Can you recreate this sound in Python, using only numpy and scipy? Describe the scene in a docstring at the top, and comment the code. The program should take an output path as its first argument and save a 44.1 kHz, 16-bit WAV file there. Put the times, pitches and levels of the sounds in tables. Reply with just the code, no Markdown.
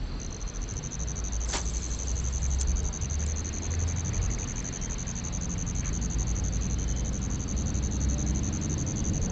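"""Dusk at a lake. From the start, far insects trill over road rumble and a little wind, and a near
cricket chirps, one falling tone to each wing stroke. At 0.9 s a far truck begins to pull away.
At 1.5 s a fishing rod swishes through the air and line hisses off the spool; then the reel ticks
and drops plop as ringing bubbles. From 3.5 s a second engine gathers speed and nears to the end;
meanwhile far birds whistle around 5 s and a small splash fizzes at 5.8 s."""
import sys
import numpy as np
from scipy import signal
from scipy.io import wavfile
from scipy.ndimage import uniform_filter1d

SR = 44100
rng = np.random.default_rng(int(sys.argv[2]) if len(sys.argv) > 2 else 0)


def master_out(mix):
    """Clip the mix to full scale and print it as 16-bit PCM to the path in sys.argv[1]."""
    frames = np.transpose(np.atleast_2d(mix))
    ceiling = np.clip(frames, -1, 1)
    pcm = np.round(ceiling * 32767).astype(np.int16)
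    wavfile.write(sys.argv[1], SR, pcm)


N = 410571

# Noise spectra: frequency_hz, relative_density_db
RUMBLE_SPECTRUM = [(8.8, -31), (15, -12.5), (48, -3), (97, -4), (149, -7.5), (258, -14.5), (328, -23.5),
                   (438, -19.5), (567, -26.5), (758, -31.5), (900, -42.5), (1170, -55), (1980, -120)]  # far traffic
ROAR_SPECTRUM = [(180, -28), (300, -4), (524, -11), (940, -11), (1350, -13.5), (3390, -19), (4230, -16.5),
                 (4730, -20), (5220, -26), (6000, -25), (6520, -34.5), (7500, -27), (8380, -55),
                 (10900, -83), (18400, -120)]  # tyre roar and far insect haze
SWISH_SPECTRUM = [(150, -50), (250, 6), (418, 1.5), (604, 1.5), (872, 3.5), (1500, -3.5), (2910, -13.5),
                  (5000, -44)]  # thick part of the rod
WHIP_SPECTRUM = [(900, -28), (1700, 1.5), (2910, -2), (4600, -1), (5980, -9), (6920, -15), (8380, -40)]  # thin rod tip
LINE_SPECTRUM = [(2940, -8.5), (5000, -6), (6020, -4.5), (6370, -3), (7490, 1.5), (7970, -9), (8380, -31),
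                 (10900, -42), (18400, -120)]  # line leaving the spool
WIND_SPECTRUM = [(18, -19), (30, -13), (42, .5), (52, -6.5), (60, -28.5)]
SPLASH_SPECTRUM = [(700, -20), (1200, 3), (2250, 3), (3000, -3), (4500, -20)]
HISS_SPECTRUM = [(8600, -4), (10000, -6), (12500, 0), (15600, -3)]
# Envelopes of those noises: time_s, level_db
RUMBLE_LEVELS = [(0.0, -37.5), (2.0, -37.5), (3.5, -35), (4.3, -33.5), (5.3, -40), (5.6, -36.5), (7.0, -35),
                 (9.0, -33), (9.31, -28.5)]
ROAR_LEVELS = [(0.0, -48.5), (1.7, -47), (2.85, -47), (4.1, -45.5), (5.3, -46.5), (7.7, -47), (8.7, -45.5),
               (9.31, -46.5)]
SWISH_LEVELS = [(1.45, -60), (1.49, -47), (1.5, -44), (1.525, -45), (1.55, -32), (1.57, -37), (1.59, -40),
                (1.61, -48), (1.63, -60)]
WHIP_LEVELS = [(1.49, -60), (1.512, -52), (1.52, -41), (1.527, -45), (1.539, -30.5), (1.55, -35),
               (1.575, -40), (1.59, -43), (1.615, -58)]
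LINE_LEVELS = [(1.45, -71), (1.49, -43), (1.53, -45), (1.54, -31), (1.6, -47), (1.65, -50), (1.93, -50),
               (2.5, -59), (2.58, -60)]
WIND_LEVELS = [(0.0, -39), (1.4, -39), (2.6, -36.5), (3.0, -38.5), (4.07, -45), (4.24, -30.5), (4.43, -36),
               (5.3, -42.5), (5.8, -40.5), (8.4, -53), (9.31, -47)]  # one strong puff
SPLASH_LEVELS = [(5.82, -70), (5.833, -47), (5.855, -46), (5.9, -51), (5.94, -62)]
# Gliding tones: time_s, pitch_hz, level_db
TRUCK_LOW_GEAR = [(.9, 62.3, -42), (1.02, 60, -35), (1.31, 55.47, -34.5), (1.99, 60, -32),
                  (2.7, 66.77, -27.5), (2.93, 70.64, -38), (3.27, 75.4, -27), (3.531, 78.8, -40.5),
                  (3.78, 83.1, -29.5), (4.0, 83.46, -35), (4.2, 85, -35), (4.5, 82.7, -49.5)]
TRUCK_HIGH_GEAR = [(5.2, 46.8, -45), (5.6, 50.1, -46), (5.9, 51.52, -32), (7.25, 57.87, -33),
                   (7.45, 59.36, -41), (7.7, 61.2, -33.5), (8.3, 64.6, -30.5), (8.5, 66.3, -44),
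                   (8.7, 65.8, -50)]
GEAR_WHINE = [(6.7, 485, -67), (7.1, 512, -61), (7.5, 535, -60), (7.9, 562, -59), (8.3, 595, -59),
              (8.8, 612, -65)]
FAR_HUM = [(6.8, 752, -72), (7.3, 762, -65), (8.5, 785, -64), (9.0, 790, -72)]  # a thin tone creeping up
BIRD_WHISTLES = [
    [(4.69, 2900, -67), (4.75, 3110, -62), (4.85, 3170, -62), (4.95, 3170, -62), (5.05, 2900, -67)],
    [(4.755, 4720, -57), (4.795, 4230, -59)],
    [(4.788, 5300, -62), (4.806, 6300, -58)],
    [(4.812, 5500, -52), (4.835, 5750, -52), (4.87, 5950, -58)],
    [(5.1, 5150, -65), (5.142, 5700, -59)],
]  # one table a whistle
# The second engine: time_s, cycle_rate_hz, level_db
ENGINE_RUN = [(3.5, 13.65, -54), (4.9, 14.15, -48), (5.3, 14.35, -43), (6.1, 14.95, -42.5),
              (7.35, 16.1, -42), (7.8, 16.45, -41), (8.3, 16.85, -39.5), (9.31, 17.7, -38)]
# Its harmonics: multiple, gain_db
ENGINE_ORDERS = [(1, -16), (2, -12), (3, -8), (4, -2), (5, 0), (6, -2), (7, -9), (8, -3), (9, -3),
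                 (10, -13), (11, -7), (12, -3), (13, -8), (14, -11), (15, -21), (16, -9), (17, -13),
                 (18, -10), (19, -15), (20, -18), (21, -21), (22, -23)]
# Far insects: pitch_hz, pulse_rate_hz, slide_hz, blur_share, trills as (start_s, end_s, level_db)
INSECTS = [(4158, 38, 0, .004, [(.08, .6, -53), (1.75, 2.22, -53.5), (3.3, 3.78, -54), (4.95, 5.35, -58),
           (6.53, 7.02, -54), (8.2, 8.63, -57.5)]), (4265, 40, 170, .008, [(0, .5, -56), (1.6, 2.05, -55),
           (3.05, 3.6, -55.5), (4.6, 5.05, -58), (5.7, 6.5, -58), (7.52, 8.2, -55.5)]),
           (4200, 40, 0, .006, [(.6, 1.12, -59), (2.3, 2.8, -58.5), (4.15, 4.6, -59)]),
           (4605, 45, 220, .008, [(0, .28, -54), (1.1, 1.8, -58), (1.95, 2.4, -60), (2.45, 3.25, -56),
           (3.7, 4.5, -58), (4.95, 5.4, -57.5), (5.8, 6.65, -57), (7.3, 7.9, -57), (8.7, 9.31, -55.5)]),
           (3820, 40, 0, .008, [(.7, 1.2, -60), (2.35, 3.05, -59), (7.5, 8.3, -59)]),
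           (3080, 34, 0, .005, [(6.75, 7.1, -54)]), (6220, 35.5, 0, .005, [(0, 9.31, -60)])]
# The clearest drops: start_s, peak_db, pitch_hz
DROPS = [(2.3935, -48, 2100), (2.4555, -39, 2240), (3.046, -38, 2740), (3.225, -39, 1570),
         (3.5683, -40, 2250), (3.6531, -42, 2050), (3.7379, -33, 2040), (3.9828, -39, 2118),
         (4.13, -38, 1994), (4.145, -38, 2328), (4.168, -39, 1900), (4.195, -43, 2260), (4.3026, -39, 2004),
         (4.3799, -34.5, 2230), (4.4304, -37, 2480), (4.4572, -40.5, 2880), (4.5066, -39, 2200),
         (4.583, -37, 2300), (4.61, -39, 1950), (4.6877, -40, 1960), (4.8344, -42, 2040),
         (4.9576, -41, 2180), (5.0564, -44, 2020), (5.5567, -43, 2120), (5.8331, -39, 2130),
         (5.851, -39, 2250), (5.888, -48, 2150)]
# Reel ticks: start_s, level_db, low_mode_gain_db
TICKS = [(.7377, -39, -2), (1.4574, -42, 3), (1.569, -23, -18), (2.6036, -31, -8), (2.6123, -19.5, -7.5),
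         (2.6153, -30, -10), (2.6198, -36, -5), (2.831, -41, -4), (3.017, -41, 1), (3.1876, -48, 0),
         (3.2598, -46, -12), (3.2628, -32, -13), (3.265, -32, -6), (3.8684, -49, 6), (3.8812, -41, 2),
         (3.932, -53, 6), (4.3905, -49, 5), (4.4434, -51, 4), (4.6259, -47, 0), (4.9192, -45, -2),
         (5.5885, -49, 0), (5.7488, -42, -4), (6.688, -53, 0), (7.0643, -45, -7), (7.1292, -44, -6),
         (7.1913, -43, -7)]
# Resonances of the reel: frequency_hz, gain_db, t60_s
REEL_MODES = [(7800, -5, .003), (7150, 0, .0045), (6300, -8, .003), (5200, -1, .004), (4300, -5, .004),
              (3300, -8, .005), (2400, -10, .004)]
# The near cricket's chirps: time_s, stroke_count
CHIRPS = [(.2014, 5), (.3091, 4), (.4059, 3), (.4691, 4), (.5404, 4), (.6103, 4), (.6819, 5), (.7593, 4),
          (.8313, 5), (.9124, 5), (.9943, 5), (1.0763, 5), (1.1598, 5), (1.2423, 5), (1.3244, 5),
          (1.4067, 5), (1.4912, 5), (1.574, 5), (1.6563, 5), (1.7387, 5), (1.8222, 5), (1.906, 5),
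          (1.991, 5), (2.0736, 5), (2.1581, 5), (2.2434, 5), (2.3284, 6), (2.4216, 5), (2.5053, 5),
          (2.589, 5), (2.675, 5), (2.7605, 5), (2.8442, 5), (2.9305, 5), (3.0146, 5), (3.1008, 6),
          (3.1959, 5), (3.2783, 5), (3.3627, 5), (3.4479, 5), (3.5314, 6), (3.6237, 5), (3.7085, 5),
          (3.7942, 5), (3.8792, 5), (3.9644, 5), (4.05, 5), (4.1358, 5), (4.2192, 5), (4.3053, 5),
          (4.3887, 6), (4.4772, 5), (4.5607, 5), (4.6455, 5), (4.729, 5), (4.8165, 5), (4.9001, 5),
          (4.985, 5), (5.071, 5), (5.1564, 5), (5.242, 5), (5.3297, 5), (5.4138, 5), (5.4963, 5),
          (5.5822, 5), (5.6681, 5), (5.7545, 6), (5.8486, 5), (5.9322, 5), (6.0174, 5), (6.1032, 5),
          (6.1875, 5), (6.272, 5), (6.3562, 5), (6.4417, 5), (6.527, 5), (6.6133, 6), (6.7012, 5),
          (6.7881, 6), (6.882, 5), (6.9653, 5), (7.0498, 5), (7.1345, 5), (7.2197, 5), (7.3044, 6),
          (7.3965, 5), (7.482, 5), (7.5688, 6), (7.6616, 5), (7.7451, 5), (7.8294, 5), (7.9146, 6),
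          (8.0063, 5), (8.0903, 6), (8.1841, 5), (8.2667, 5), (8.3506, 5), (8.4351, 6), (8.5298, 5),
          (8.6163, 5), (8.6985, 5), (8.7824, 5), (8.8672, 6), (8.9614, 5), (9.0441, 6), (9.1366, 5),
          (9.2183, 5), (9.3011, 1)]
# Its wing strokes, settling as it sings: time_s, length_s, end_pitch_hz, level_db, first_stroke_gain_db
STROKES = [(.2, 0.0077, 5650, -35, -1), (0.618, 0.0051, 5620, -33.5, -14), (.8, 0.0067, 5640, -30.5, -9),
           (1.198, 0.0062, 5710, -30, -2.5), (2.0, 0.0063, 5810, -28.5, -3),
           (6.298, 0.0057, 5890, -27.5, -3), (6.648, 0.0058, 5840, -30, -2.5), (7.8, 0.0055, 5840, -29, -4),
           (8.2, 0.0059, 5840, -28, -2), (9.31, 0.0059, 5850, -28, -2)]
# Wing pace, hesitant at first: time_s, stroke_period_s
WING_PACE = [(.2, .0156), (.31, .019), (.4, .0105), (.7, .0101), (1.2, .0104), (2.2, .0107), (4.0, .01085),
             (9.3, .0107)]
# Reflections off ground and bank: delay_s, gain_db
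ECHOES = [(.000689, -2.5), (.0024, -13), (.003574, -9.5), (.0052, -24), (.0075, -21)]


def gain_of(db):
    """Amplitude grows tenfold every 20 dB."""
    return 10 ** (np.asarray(db) / 20)


def unit_rms(x):
    """Normalisation to a mean power of 1."""
    return x / np.sqrt(np.mean(x ** 2) + 1e-20)


def add(mix, start_s, sound):
    """Superposition: a sound sums into the mix."""
    part = mix[max(round(start_s * SR), 0):][:len(sound)]
    part += sound[:len(part)]


def envelope(rows):
    """Amplitude envelope, linear in decibels and silent outside its rows."""
    time_s, db = np.transpose(rows)
    return gain_of(np.interp(np.arange(N) / SR, time_s, db, left=-150, right=-150))


def wander(length, rate_hz):
    """Smooth random modulation of rms 1."""
    knots = rng.standard_normal(int(length / SR * rate_hz) + 2)
    curve = np.interp(np.arange(length) * rate_hz / SR, np.arange(len(knots)), knots)
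    return unit_rms(uniform_filter1d(curve, int(SR / rate_hz / 2) + 1))


def noise(spectrum, patchy_db, size=1024):
    """Spectral shaping: noise of rms 1 with drifting louder and softer patches."""
    hz = np.fft.rfftfreq(size, 1 / SR)
    real, imag, patches = rng.standard_normal((N // (size // 4) + 5, len(hz), 3)).T
    patches = unit_rms(uniform_filter1d(uniform_filter1d(patches, 10, 0), 12, 1))
    knot_hz, db = np.transpose(spectrum)
    shape_db = np.interp(np.log(hz + 1), np.log(knot_hz + 1), db, left=-90, right=-90)[:, None]
    bins = (real + 1j * imag) * gain_of(shape_db + patchy_db * patches)
    return unit_rms(signal.istft(bins, nperseg=size, noverlap=size * 3 // 4)[1][:N])


def glide(rows, waver_db, waver_hz, orders=((1, 0),)):
    """Atmospheric fading: each harmonic of a gliding pitch wavers as the air between shifts."""
    time_s, hz, db = np.transpose(rows)
    t = np.arange(time_s[0], time_s[-1], 1 / SR)
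    cycles = np.cumsum(np.interp(t, time_s, hz)) / SR
    swell = np.sqrt(2) * gain_of(np.interp(t, time_s, db)) * signal.windows.tukey(len(t), .08)
    out = np.zeros(N)
    for multiple, order_db in orders:
        fading = gain_of(order_db + waver_db * wander(len(t), waver_hz))
        add(out, time_s[0], swell * fading * np.sin(2 * np.pi * (multiple * cycles + rng.random())))
    return out


def engines():
    """Periodic firing gives harmonics that rise with speed; only the truck's firing tone carries."""
    truck = sum(glide(gear, waver_db=1, waver_hz=13) for gear in (TRUCK_LOW_GEAR, TRUCK_HIGH_GEAR))
    nearing = glide(ENGINE_RUN, waver_db=2.37, waver_hz=6, orders=ENGINE_ORDERS)
    whines = sum(glide(rows, waver_db=4, waver_hz=15) for rows in (GEAR_WHINE, FAR_HUM))
    return truck + nearing + whines


def traffic():
    """Incoherent sources merge into broadband noise: road rumble, tyre roar and a haze of insects."""
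    rumble = envelope(RUMBLE_LEVELS) * noise(RUMBLE_SPECTRUM, 1.58, size=4096)
    return rumble + envelope(ROAR_LEVELS) * noise(ROAR_SPECTRUM, 1.23)


def wind():
    """Turbulence at the microphone makes deep, gusting pressure fluctuations."""
    gusts = gain_of(wander(N, rate_hz=4))
    return gusts * envelope(WIND_LEVELS) * noise(WIND_SPECTRUM, 1.8, size=4096)


def birds():
    """Far whistles are nearly pure tones, gliding in pitch and fluttering in level."""
    return sum(glide(rows, waver_db=3.5, waver_hz=120) for rows in BIRD_WHISTLES)


def far_insects(slide_s=.05):
    """Amplitude modulation: pulsed tones, blurred by distance; some slide up into pitch."""
    out = np.zeros(N)
    for hz, pulse_hz, slide_hz, blur, trills in INSECTS:
        for start_s, end_s, db in trills:
            n = int((end_s - start_s) * SR)
            beats = np.cumsum(pulse_hz * (1 + .024 * wander(n, 3.4))) / SR
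            pitch_hz = hz * (1 + blur * wander(n, 150)) - slide_hz * np.exp(-np.arange(n) / SR / slide_s)
            tone = np.sin(2 * np.pi * np.cumsum(pitch_hz) / SR)
            pulses = .25 + 1.1 * np.sin(np.pi * beats) ** 4
            swell = gain_of(db + 1.5 * wander(n, 20)) * signal.windows.tukey(n, min(.06 * SR / n, 1))
            add(out, start_s, tone * pulses * swell)
    return out


def water():
    """Bubble resonance: each drop rings briefly with a rising pitch; one splash fizzes."""
    out, t = np.zeros(N), np.arange(SR // 60) / SR
    droplets = rng.uniform([3.2, -53, 1500], [5.3, -46, 2600], (420, 3))  # columns as in DROPS
    for start_s, peak_db, hz in [*DROPS, *droplets]:
        wobble = .1 * np.cumsum(rng.standard_normal(len(t)))
        ring = np.sin(2 * np.pi * hz * (t + 3.6 * t ** 2) + wobble)
        bubble = ring * gain_of(-60 * t / .014) * (1 - np.exp(-t / .0004))
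        add(out, start_s, gain_of(peak_db) * bubble / abs(bubble).max())
    return out + envelope(SPLASH_LEVELS) * noise(SPLASH_SPECTRUM, 2.5, size=256)


def reel():
    """Modal ringing: each tick excites damped metal modes, the high ones first, and a short rattle."""
    out, t = np.zeros(N), np.arange(SR // 30) / SR
    hz, mode_db, t60_s = np.transpose(REEL_MODES)[:, :, None]
    age_s = np.maximum(t - .0017 * (1 - hz / 8000), 0)
    shape = gain_of(-60 * age_s / t60_s) * (1 - np.exp(-age_s / .001)) ** 2
    shape /= shape.max(axis=1, keepdims=True)
    for start_s, db, low_db in TICKS:
        tuned_hz = hz * rng.uniform(.97, 1.04, hz.shape)
        modes = gain_of(mode_db + low_db * (hz < 6000)) * shape * np.sin(2 * np.pi * tuned_hz * age_s)
        bright_noise = np.diff(rng.standard_normal(len(t) + 1))
        rattle = bright_noise * gain_of(-13 - 60 * t / .05) * np.minimum(t / .002, 1)
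        add(out, start_s, gain_of(db) * (modes.sum(axis=0) + rattle))
    return out


def cast():
    """Aerodynamic noise: the thin rod tip whips high, the thick part swishes low; line hisses out."""
    swish = envelope(SWISH_LEVELS) * noise(SWISH_SPECTRUM, 1.5, size=256)
    whip = envelope(WHIP_LEVELS) * noise(WHIP_SPECTRUM, 1.5, size=256)
    line = envelope(LINE_LEVELS) * noise(LINE_SPECTRUM, 2.5, size=256)
    rod_flutter, line_flutter = gain_of(1.5 * wander(N, 250)), gain_of(wander(N, 50))
    return rod_flutter * (swish + whip) + line_flutter * line


def ground_echoes(direct, t60_s=.042):
    """Interference with reflections cuts notches in the spectrum; scattering in grass adds a tail."""
    path = np.zeros(SR // 50)
    path[0] = 1
    for delay_s, db in ECHOES:
        path += gain_of(db) * np.sinc(np.arange(len(path)) - delay_s * SR)
    tail = rng.standard_normal(SR // 8) * gain_of(-60 * np.arange(SR // 8) / SR / t60_s)
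    tail *= gain_of(-13.5) / np.linalg.norm(tail)
    return signal.oaconvolve(direct, path)[:N] + signal.oaconvolve(direct, tail)[:N]


def wing_stroke(length_s, end_hz, top_hz=7028):
    """Stridulation: one stroke rings as a falling sweep, with a thin overtone as the wings meet."""
    progress = np.arange(0, length_s, 1 / SR) / length_s
    hz = (top_hz + (end_hz - top_hz) * progress) * rng.normal(1, .0052)
    phase = 2 * np.pi * np.cumsum(hz) / SR
    sweep = np.sin(np.pi * progress ** 1.13) ** 2 * np.sin(phase + 2 * np.pi * rng.random())
    overtone_shape = np.exp(-progress / .36) * np.minimum(progress / .23, 1)
    return sweep + gain_of(-25.5) * overtone_shape * np.sin(1.123 * phase)


def cricket(lead_s=.0044):
    """Each chirp is a pulse train of wing strokes, the first usually weaker."""
    out, (knots_s, *song) = np.zeros(N), np.transpose(STROKES)
    for chirp_s, count in CHIRPS:
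        length_s, end_hz, db, first_db = (np.interp(chirp_s, knots_s, column) for column in song)
        first_db -= rng.exponential(.24)
        span_s = (count - 1) * np.interp(chirp_s, *np.transpose(WING_PACE))
        share = np.linspace(0, 1, int(count))
        times_s = chirp_s + span_s * (share - .039 * share * (1 - share))  # strokes slow within a chirp
        for k, time_s in enumerate(times_s):
            stroke_db = rng.normal(db, .95) + first_db * (k == 0)
            add(out, time_s - lead_s, gain_of(stroke_db) * wing_stroke(length_s, end_hz))
    return out


def scene():
    """Superposition of far and near sources in one channel."""
    background = engines() + traffic() + wind() + birds() + far_insects()
    return (background + water() + reel() + cast() + ground_echoes(cricket()))[None]


def record(dry):
    """Band limiting by a steep low-pass filter, plus a faint hiss of the electronics."""
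    lowpass = signal.firwin(301, 8480, window=("kaiser", 9), fs=SR)
    return signal.oaconvolve(dry, lowpass[None], "same") + gain_of(-95) * noise(HISS_SPECTRUM, 2.5)


dry = scene()
out = record(dry)
master_out(out)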